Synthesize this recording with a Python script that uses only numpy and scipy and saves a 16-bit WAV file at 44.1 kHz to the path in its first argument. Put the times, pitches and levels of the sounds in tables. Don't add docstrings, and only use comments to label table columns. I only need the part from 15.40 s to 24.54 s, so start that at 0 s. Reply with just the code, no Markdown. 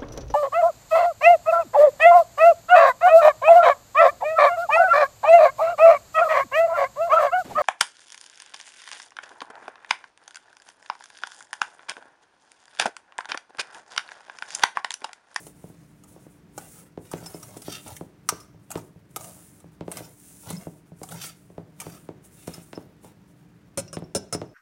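import sys
import numpy as np
from scipy import signal
from scipy.fft import rfft, irfft
from scipy.io import wavfile
from scipy.ndimage import uniform_filter1d

SR = 44100
rng = np.random.default_rng(int(sys.argv[2]) if len(sys.argv) > 2 else 0)


def dump_mix(stems):
    frames = np.atleast_2d(stems).T
    limited = np.clip(frames, -1, 1)
    pcm = np.round(limited * 32767).astype(np.int16)
    wavfile.write(sys.argv[1], SR, pcm)


N = 403070
T = np.arange(N) / SR
SLOW_T = T[::64]
RING = T[:SR // 3]

# frequency in Hz, mean level in dB.
HUM_TONES = [(59, -71.5), (120, -70.5), (295, -65), (414, -79), (475, -87.5), (940, -82)]
# start in seconds, length in seconds, level in dB,
# change along the sweep in dB.
POWDER_SWEEPS = [(0.0, 0.092, -49, -4), (0.158, 0.14, -63, 2.5), (0.34, 0.18, -73, 5),
                 (0.56, 0.077, -72, 1), (0.685, 0.05, -57.5, -2.5), (0.808, 0.04, -62.5, -0.5),
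                 (0.91, 0.079, -63, -9), (1.183, 0.22, -51.5, 0.5), (1.622, 0.21, -61, 3),
                 (1.86, 0.23, -51, 0.5), (2.169, 0.41, -52, -0.5), (2.617, 0.05, -65, -7),
                 (2.9, 0.13, -53.5, -8), (3.236, 0.015, -68, -2), (3.335, 0.13, -59.5, -3),
                 (3.71, 0.027, -62.5, -6), (3.827, 0.37, -44.5, -17), (4.316, 0.019, -72.5, 6),
                 (4.534, 0.32, -51, -11.5), (4.8, 0.064, -55.5, 3), (4.88, 0.27, -52, 1.5),
                 (5.181, 0.21, -53, -13.5), (5.48, 0.015, -66, -4), (5.594, 0.15, -57, 11),
                 (5.83, 0.033, -40, 2.5), (5.97, 0.22, -63.5, -11.5), (6.418, 0.24, -52.5, -10.5),
                 (6.854, 0.012, -50, -6), (6.936, 0.23, -55.5, 3), (7.218, 0.18, -55.5, -12),
                 (7.635, 0.042, -58.5, 0), (7.883, 0.03, -69.5, 1), (7.976, 0.022, -72, 0)]
# start in seconds, length in seconds, wall scrape level in dB,
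# squeak relative to that in dB, bottom rub level in dB.
STEEL_SCRAPES = [(0.0, 0.06, -74, 0, -57.5), (0.24, 0.2, -71.5, 6, -67), (0.69, 0.19, -71, 1, -61.5),
                 (1.2, 0.065, -56, -3, -56), (1.345, 0.11, -57, -18, -58.5), (1.65, 0.044, -60.5, 2, -62),
                 (1.724, 0.095, -50.5, -5, -52), (1.846, 0.11, -52, -5.5, -51),
                 (2.035, 0.13, -62, 5, -50.5), (2.27, 0.052, -46.5, 5, -54), (2.325, 0.041, -45, 11, -54),
                 (2.466, 0.058, -54.5, 6.5, -44), (3.323, 0.072, -54, -3, -49.5),
                 (3.789, 0.1, -64, -15, -48.5), (3.91, 0.12, -64, -2, -60), (4.52, 0.16, -52.5, -8, -51.5),
                 (4.561, 0.031, -45, -1, -47), (5.073, 0.044, -54, -7, -42), (5.099, 0.01, -47, 13, -45),
                 (5.157, 0.088, -53, -9, -51.5), (5.717, 0.054, -47.5, 0, -43.5),
                 (5.817, 0.057, -40.5, 4.5, -59), (6.419, 0.02, -51.5, -1, -49),
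                 (6.457, 0.11, -51, -8.5, -51.5), (6.995, 0.055, -60.5, 7, -75),
                 (7.092, 0.096, -55, 5, -59), (7.34, 0.11, -69, -3, -59), (7.65, 0.047, -63.5, 3, -51)]
# start in seconds, peak level in dB, boom level in dB,
# hardness (gain above HARD_HZ before levelling) in dB.
BOTTOM_KNOCKS = [(0.065, -42.5, -65, -8), (0.239, -40, -39, -14), (0.298, -48.5, -44, -6),
                 (0.761, -44, -69, -12), (0.864, -45.5, -53, -10), (1.176, -36.5, -64, -8),
                 (1.574, -30.5, -37.5, -3.5), (1.735, -26, -30.5, 6.5), (1.825, -40.5, -37.5, 0),
                 (1.943, -33.5, -41, -8), (2.165, -36, -54, -1), (2.28, -29, -37, -4),
                 (2.609, -31.5, -38, -5), (2.922, -32, -41, -4), (3.143, -55.5, -42.5, -6),
                 (3.355, -25.5, -28.5, 8), (3.558, -54, -42, -8), (3.763, -38.5, -58, -3),
                 (4.241, -45.5, -43, -6), (4.408, -31.5, -32.5, 3), (4.479, -28.5, -38.5, -1.5),
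                 (4.604, -37, -46, -8), (5.104, -33.5, -46, -5), (5.268, -32, -33, -11),
                 (5.517, -47, -38.5, -8), (5.614, -36, -41, -2), (6.1, -46, -46, -2),
                 (6.179, -32.5, -33, -7), (6.465, -34, -35, 1.5), (6.688, -31, -41.5, -4),
                 (7.076, -29.5, -32, 3), (7.178, -42.5, -41, -8), (7.33, -35.5, -45, 13),
                 (7.374, -29.5, -39, -6), (7.644, -44.5, -50, 6), (8.376, -29.5, -30.5, -6),
                 (8.568, -28, -30, 7.5), (8.621, -35, -35, -4), (8.749, -22.5, -38, -8),
                 (8.947, -24.5, -27.5, 3), (9.015, -28, -42, 1.5)]
# start in seconds, peak level in dB, body level in dB.
WALL_CLICKS = [(0.0667, -43.5, -51), (0.637, -51.5, -57), (1.1782, -37, -35.5), (1.715, -38.5, -40),
               (1.7307, -54, -39), (1.862, -40, -43.5), (2.0297, -41.5, -46), (2.1702, -41, -56),
               (2.219, -42, -54), (2.324, -39, -52), (2.478, -40, -56), (2.5654, -39, -58),
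               (3.0025, -49, -66), (3.305, -38, -38.5), (3.315, -33, -40), (3.3542, -61, -34),
               (3.3744, -45, -37), (3.7612, -29.5, -33), (3.767, -38, -42), (3.809, -42, -44),
               (3.844, -43.5, -45), (4.202, -53.5, -66), (4.516, -31.5, -40.5), (4.5706, -33.5, -39),
               (5.1034, -33.5, -38.5), (5.1262, -43, -53), (5.632, -37.5, -39.5), (5.689, -43, -49),
               (5.721, -42, -40.5), (6.401, -32.5, -46.5), (6.4157, -40, -40.5), (7.0733, -40.5, -47),
               (7.14, -42, -52), (7.647, -54.5, -61), (8.586, -55, -56)]
# start in seconds, level in dB.
WIRE_PINGS = [(1.86, -40), (1.94, -47), (2.027, -47), (3.001, -52), (4.645, -49.5), (5.167, -44.5),
              (7.137, -42.5), (7.352, -47.5), (8.479, -47.5), (8.64, -57)]
# start in seconds, length in seconds, level at mid-drag in dB.
HARD_DRAGS = [(5.062, 0.072, -53), (5.125, 0.031, -28.5), (5.15, 0.051, -39), (5.704, 0.1, -40)]
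# start in seconds, peak level in dB, body level in dB, chatter length in seconds.
RIM_RAPS = [(8.374, -26, -30, 0.028), (8.529, -37.5, -38.5, 0.027), (8.749, -24, -28, 0.024),
            (8.926, -27, -28.5, 0.023)]

# frequency in Hz, relative level in dB, 60 dB decay time in seconds.
BOWL_LOW_MODES = [(111, -5.5, 0.39), (162.6, 2, 0.24), (165.8, 8, 0.2), (289.8, -7.5, 0.19),
                  (362, -17, 0.48), (552, -12, .13), (733, -22, .08)]
# frequency in Hz, relative level in dB, 60 dB decay time in seconds.
WIRE_RING_MODES = [(548, 1, .2), (1340, -15, .15), (2794, -17, .25), (4081, -25, .25), (5238, 0, .2),
                   (5256, -4, .2), (5320, -8, .1), (5475, -12, .2), (5663, -12, .2), (5739, -9, .2),
                   (7047, -14, .2), (9190, -14, .15)]

# frequency in Hz, relative spectral level in dB.
AIR_COLOUR = [(20, -39.5), (45, -9.5), (105, -5), (170, 2.5), (240, -9.5), (330, -9.5), (680, -24.5),
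              (1600, -24.5), (2400, -29), (3400, -34.5), (6000, -38), (10000, -46), (16000, -48)]
POWDER_COLOUR = [(500, -27.5), (1500, -13), (4500, -13.5), (6500, -3.5), (8300, 0), (9500, 3.5),
                 (11000, -2.5), (13000, -7.5), (16000, -4)]
SCRAPE_COLOUR = [(350, -18.5), (700, 9.5), (1050, -12.5), (1280, 4), (1600, -0.5), (2200, 1), (2700, -1),
                 (3700, -1.5), (4600, -0.5), (6000, -3.5), (7200, -1), (8200, -2), (9800, -6.5),
                 (12000, -6.5), (16000, -5)]
RUB_COLOUR = [(40, -34.5), (110, 6), (165, 13), (230, 4.5), (340, -1.5), (720, 1), (1100, -11.5),
              (2200, -29)]
KNOCK_COLOUR = [(25, -46), (70, -6), (130, -4), (220, -1.5), (320, 4.5), (650, -1), (950, -11),
                (1600, -21.5), (4000, -31.5), (8000, -43), (16000, -64.5)]
CLICK_TOP_COLOUR = [(1000, -33), (2200, -1.5), (3500, -9), (4700, -11), (5600, -3), (6600, -2.5), (8200, 1),
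                    (9400, 0), (11500, -6), (16000, -16)]
CLICK_BODY_COLOUR = [(200, -27), (550, -8), (800, 6.5), (1050, -4.5), (1270, 5), (1700, -16.5),
                     (3000, -24.5)]
CLANK_COLOUR = [(350, -25.5), (700, -4.5), (920, 3.5), (1080, -4), (1230, 3.5), (1600, -7.5), (2700, -12),
                (4200, -12), (5000, -8), (5700, -1), (7200, -6), (9000, -3.5), (11500, -13.5),
                (16000, -19.5)]
RAP_TOP_COLOUR = [(1000, -26), (2400, -5.5), (3300, -10.5), (4100, -5.5), (4800, -13.5), (5500, -4),
                  (6400, -4), (7400, -1), (8200, -1.5), (9200, 5.5), (10500, -4), (12000, -12.5),
                  (16000, -27)]
RAP_BODY_COLOUR = [(70, -22), (160, 13), (350, -5), (560, 2), (800, -4.5), (1100, -7), (1400, -1.5),
                   (3000, -46), (6000, -22.5)]

AIR_DB = -55
SWEEP_RISE_S, SWEEP_FALL_S = 0.08, 0.15
SCRAPE_RISE_S, SCRAPE_FALL_S = 0.12, 0.16
EDGE_SHARE = 0.4
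BRUSH_WALL_DB, BRUSH_BOTTOM_DB = -16, -16.5
IDLE_POWDER_DB, IDLE_WALL_DB, IDLE_BOTTOM_DB = -89, -78, -66.5
BRIGHT_HZ, BRIGHT_TOP_HZ = 2620, 5570
HARD_HZ = 1450
BOOM_DELAY_S = 0.0034
CLICK_CHATTER_S = 0.0072
CLANK_S, CLANK_DB = 2.8893, -14
JUDDER_HZ = 166
RAP_RING_DB = -1.5
TOP_HZ = 15900


def undb(db):
    return 10 ** (np.asarray(db) / 20)


def unit(x):
    return x / np.sqrt(np.mean(x ** 2))


def unit_peak(x, size=256):
    return x / np.sqrt(uniform_filter1d(x ** 2, size).max())


def add(track, start_s, sound):
    start = max(int(start_s * SR), 0)
    track[start:start + len(sound)] += sound[:N - start]


def colour(x, points):
    size = 4096
    hz, db = np.transpose(points)
    bin_hz = np.fft.rfftfreq(size, 1 / SR)
    log_gain = np.log(undb(np.interp(np.log1p(bin_hz), np.log(hz), db)))
    cepstrum = irfft(log_gain)
    cepstrum[1:size // 2] *= 2
    cepstrum[size // 2 + 1:] = 0
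    impulse_response = irfft(np.exp(rfft(cepstrum)))
    return signal.fftconvolve(x, impulse_response)[:len(x)]


def uneven(points, ripple_db):
    return [(hz, db + ripple_db * rng.standard_normal()) for hz, db in points]


def split(x, hz):
    low = signal.sosfiltfilt(signal.butter(2, hz, fs=SR, output="sos"), x, padtype=None)
    return low, x - low


def fade(t, t60):
    return np.exp(-np.log(1000) * t / t60)


def walk(rate_hz):
    hold = max(int(SR / rate_hz), 1)
    steps = np.repeat(rng.standard_normal(N // hold + 1), hold)
    return unit(uniform_filter1d(steps, hold)[:N])


def grains(per_s, spread_db):
    size = undb(spread_db * np.minimum(rng.exponential(size=N), 4))
    hits = rng.random(N) < per_s / SR
    return unit(hits * size * rng.standard_normal(N))


def ring(modes, scatter_db):
    hz, db, t60 = np.transpose(modes)[:, :, None]
    gain = undb(db + scatter_db * rng.standard_normal(hz.shape))
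    return np.sum(gain * np.sin(2 * np.pi * hz * RING) * fade(RING, t60), axis=0)


def shell(t60, count=420):
    t = RING[:len(RING) // 2]
    hz = (np.arange(count) + rng.random(count))[:, None] * TOP_HZ / count
    return np.sin(2 * np.pi * hz * t) * fade(t, t60)


def strike(wall):
    return rng.standard_normal(len(wall)) @ wall


def chatter(length_s, bounce, per_s):
    hits = rng.random(len(RING)) < per_s / SR
    landing = hits * rng.choice([-1, 1], len(RING)) * rng.uniform(0.72, 1, len(RING))
    force = bounce * landing * np.exp(-(RING / max(length_s, 1 / SR)) ** 4)
    force[0] = 1
    return force


def bending_wave(travel_s):
    khz = np.fft.rfftfreq(len(RING), 1 / SR) / 1000
    return irfft(np.exp(-4j * np.pi * 1000 * travel_s * np.sqrt(khz)), len(RING))


def stroke(start_s, length_s, rise_s, fall_s):
    ease_s = EDGE_SHARE * length_s
    before = (start_s - SLOW_T) / (rise_s + ease_s)
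    after = (SLOW_T - start_s - length_s) / (fall_s + ease_s)
    return fade(np.clip(np.maximum(before, after), 0, 2), 1)


def envelope(power):
    return np.interp(T, SLOW_T, np.sqrt(power))


def sliding(points, per_s, spread_db, count=5):
    out = 0
    t = RING[:len(RING) // 4]
    for _ in range(count):
        spot = colour(rng.standard_normal(len(t)) * fade(t, t60=.03), uneven(points, ripple_db=3))
        out = out + signal.oaconvolve(grains(per_s, spread_db), unit(spot))[:N] * walk(16) ** 2
    lag_s = .002 * np.exp(.1 * walk(7))
    out = out + .55 * np.interp(T - lag_s, T, out)
    local_rms = np.sqrt(uniform_filter1d(out ** 2, SR // 25))
    return unit(out / local_rms)


def kitchen_air():
    return unit(colour(rng.standard_normal(N), AIR_COLOUR)) * undb(AIR_DB + 0.92 * walk(2.2))


def appliance_hum():
    out = np.zeros(N)
    for hz, db in HUM_TONES:
        gain = undb(db + 1.0 * walk(2.6))
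        out += gain * unit(np.sin(2 * np.pi * hz * T + 0.71 * walk(5.3)))
    return out


def sweep_power():
    power = 0
    for start_s, length_s, db, change_db in POWDER_SWEEPS:
        progress = np.clip((SLOW_T - start_s) / length_s, 0, 1)
        gain = undb(db + change_db * progress)
        power = power + (gain * stroke(start_s, length_s, SWEEP_RISE_S, SWEEP_FALL_S)) ** 2
    return power


def powder_hiss(flow):
    hiss = unit(colour(grains(per_s=10000, spread_db=-0.8), POWDER_COLOUR))
    flicker = undb(0.6 * walk(72) + 0.6 * walk(20))
    return hiss * flicker * envelope(flow + undb(IDLE_POWDER_DB) ** 2)


def wall_scrape(flow):
    on_wall = on_bare = flow * undb(BRUSH_WALL_DB) ** 2 + undb(IDLE_WALL_DB) ** 2
    for start_s, length_s, wall_db, squeak_db, _ in STEEL_SCRAPES:
        press = stroke(start_s, length_s, SCRAPE_RISE_S, SCRAPE_FALL_S)
        on_wall = on_wall + (press * undb(wall_db)) ** 2
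        on_bare = on_bare + (press * undb(wall_db + squeak_db)) ** 2
    friction = sliding(SCRAPE_COLOUR, per_s=1500, spread_db=2.5)
    _, bright = split(friction, BRIGHT_HZ)
    squeak, _ = split(bright, BRIGHT_TOP_HZ)
    return (friction - squeak) * envelope(on_wall) + squeak * envelope(on_bare)


def bottom_rub(flow):
    on_bottom = flow * undb(BRUSH_BOTTOM_DB) ** 2 + undb(IDLE_BOTTOM_DB) ** 2
    for start_s, length_s, _, _, bottom_db in STEEL_SCRAPES:
        press = stroke(start_s, length_s, SCRAPE_RISE_S, SCRAPE_FALL_S)
        on_bottom = on_bottom + (press * undb(bottom_db)) ** 2
    return sliding(RUB_COLOUR, per_s=900, spread_db=2.5) * envelope(on_bottom)


def knocks():
    out = np.zeros(N)
    for start_s, db, boom_db, hard_db in BOTTOM_KNOCKS:
        reflections = rng.standard_normal(len(RING)) * fade(RING, t60=.11) * (1 - fade(RING, t60=.02))
        wave = colour(bending_wave(travel_s=.0022) + .036 * reflections, KNOCK_COLOUR)
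        thud, snap = split(wave, HARD_HZ)
        knock = thud + snap * undb(hard_db)
        boom = ring(BOWL_LOW_MODES, scatter_db=3.0)
        add(out, start_s, unit_peak(knock) * undb(db))
        add(out, start_s + BOOM_DELAY_S, unit_peak(boom) * undb(boom_db))
    return out


def clicks(wall):
    out = np.zeros(N)
    for start_s, db, body_db in WALL_CLICKS:
        answer = strike(wall) * (1 + 0.94 * fade(RING[:wall.shape[1]], t60=0.0062))
        clack = signal.fftconvolve(chatter(CLICK_CHATTER_S, bounce=0.43, per_s=1000), answer)
        top = colour(clack, uneven(CLICK_TOP_COLOUR, ripple_db=2.5))
        body = colour(clack, CLICK_BODY_COLOUR)
        add(out, start_s, unit_peak(top) * undb(db))
        add(out, start_s, unit_peak(body) * undb(body_db))
    return out


def pings():
    out = np.zeros(N)
    for start_s, db in WIRE_PINGS:
        twang = ring(WIRE_RING_MODES[2:], scatter_db=11.0)[:SR // 4] * fade(RING[:SR // 4], t60=0.11)
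        flutter = signal.fftconvolve(chatter(0.01, bounce=0.68, per_s=840), twang)
        add(out, start_s, unit_peak(flutter) * undb(db))
    return out


def clank():
    out = np.zeros(N)
    crack = rng.standard_normal(len(RING)) * fade(RING, t60=0.043)
    add(out, CLANK_S, unit_peak(colour(crack, CLANK_COLOUR)) * undb(CLANK_DB))
    return out


def judder():
    groan = 0
    for start_s, length_s, db in HARD_DRAGS:
        progress = np.clip((T - start_s) / length_s, 0, 1)
        groan = groan + undb(db) * np.sin(np.pi * progress)
    return unit(np.sin(2 * np.pi * JUDDER_HZ * T + 0.22 * walk(55))) * groan


def raps(wall):
    out = np.zeros(N)
    for start_s, db, body_db, length_s in RIM_RAPS:
        clash = signal.fftconvolve(chatter(length_s, bounce=0.19, per_s=2200), strike(wall))
        add(out, start_s, unit_peak(colour(clash, RAP_TOP_COLOUR)) * undb(db))
        add(out, start_s, unit_peak(colour(clash, RAP_BODY_COLOUR)) * undb(body_db))
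        build = np.minimum(RING / .012, 1)
        grip = .15 + fade(np.maximum(RING - length_s, 0), t60=.05)
        free_ring = ring(WIRE_RING_MODES, scatter_db=5.0) * build * grip
        add(out, start_s, unit_peak(free_ring) * undb(db + RAP_RING_DB))
    return out


def room(x, t60, wet_db):
    t = T[:SR]
    noise = rng.standard_normal(SR) * fade(t, t60) * (1 - fade(t, t60=0.049))
    tail = colour(noise, [(100, 8), (1000, 1.0), (6000, -3.5), (9500, -15), (15000, -7.0)])
    return signal.fftconvolve(x, tail / np.linalg.norm(tail))[:N] * undb(wet_db)


def scene():
    wall = shell(t60=0.043)
    flow = sweep_power()
    stirring = powder_hiss(flow) + wall_scrape(flow) + bottom_rub(flow) + judder()
    bowl = stirring + knocks() + clicks(wall) + pings() + clank() + raps(wall)
    echo = room(bowl, t60=0.38, wet_db=-17.5)
    kitchen = kitchen_air() + appliance_hum()
    return (bowl + echo + kitchen)[None]


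def record(dry):
    thinned = signal.sosfilt(signal.butter(2, 50, "highpass", fs=SR, output="sos"), dry)
    return signal.sosfilt(signal.ellip(10, .2, 70, TOP_HZ, fs=SR, output="sos"), thinned)


dry = scene()
out = record(dry)
dump_mix(out)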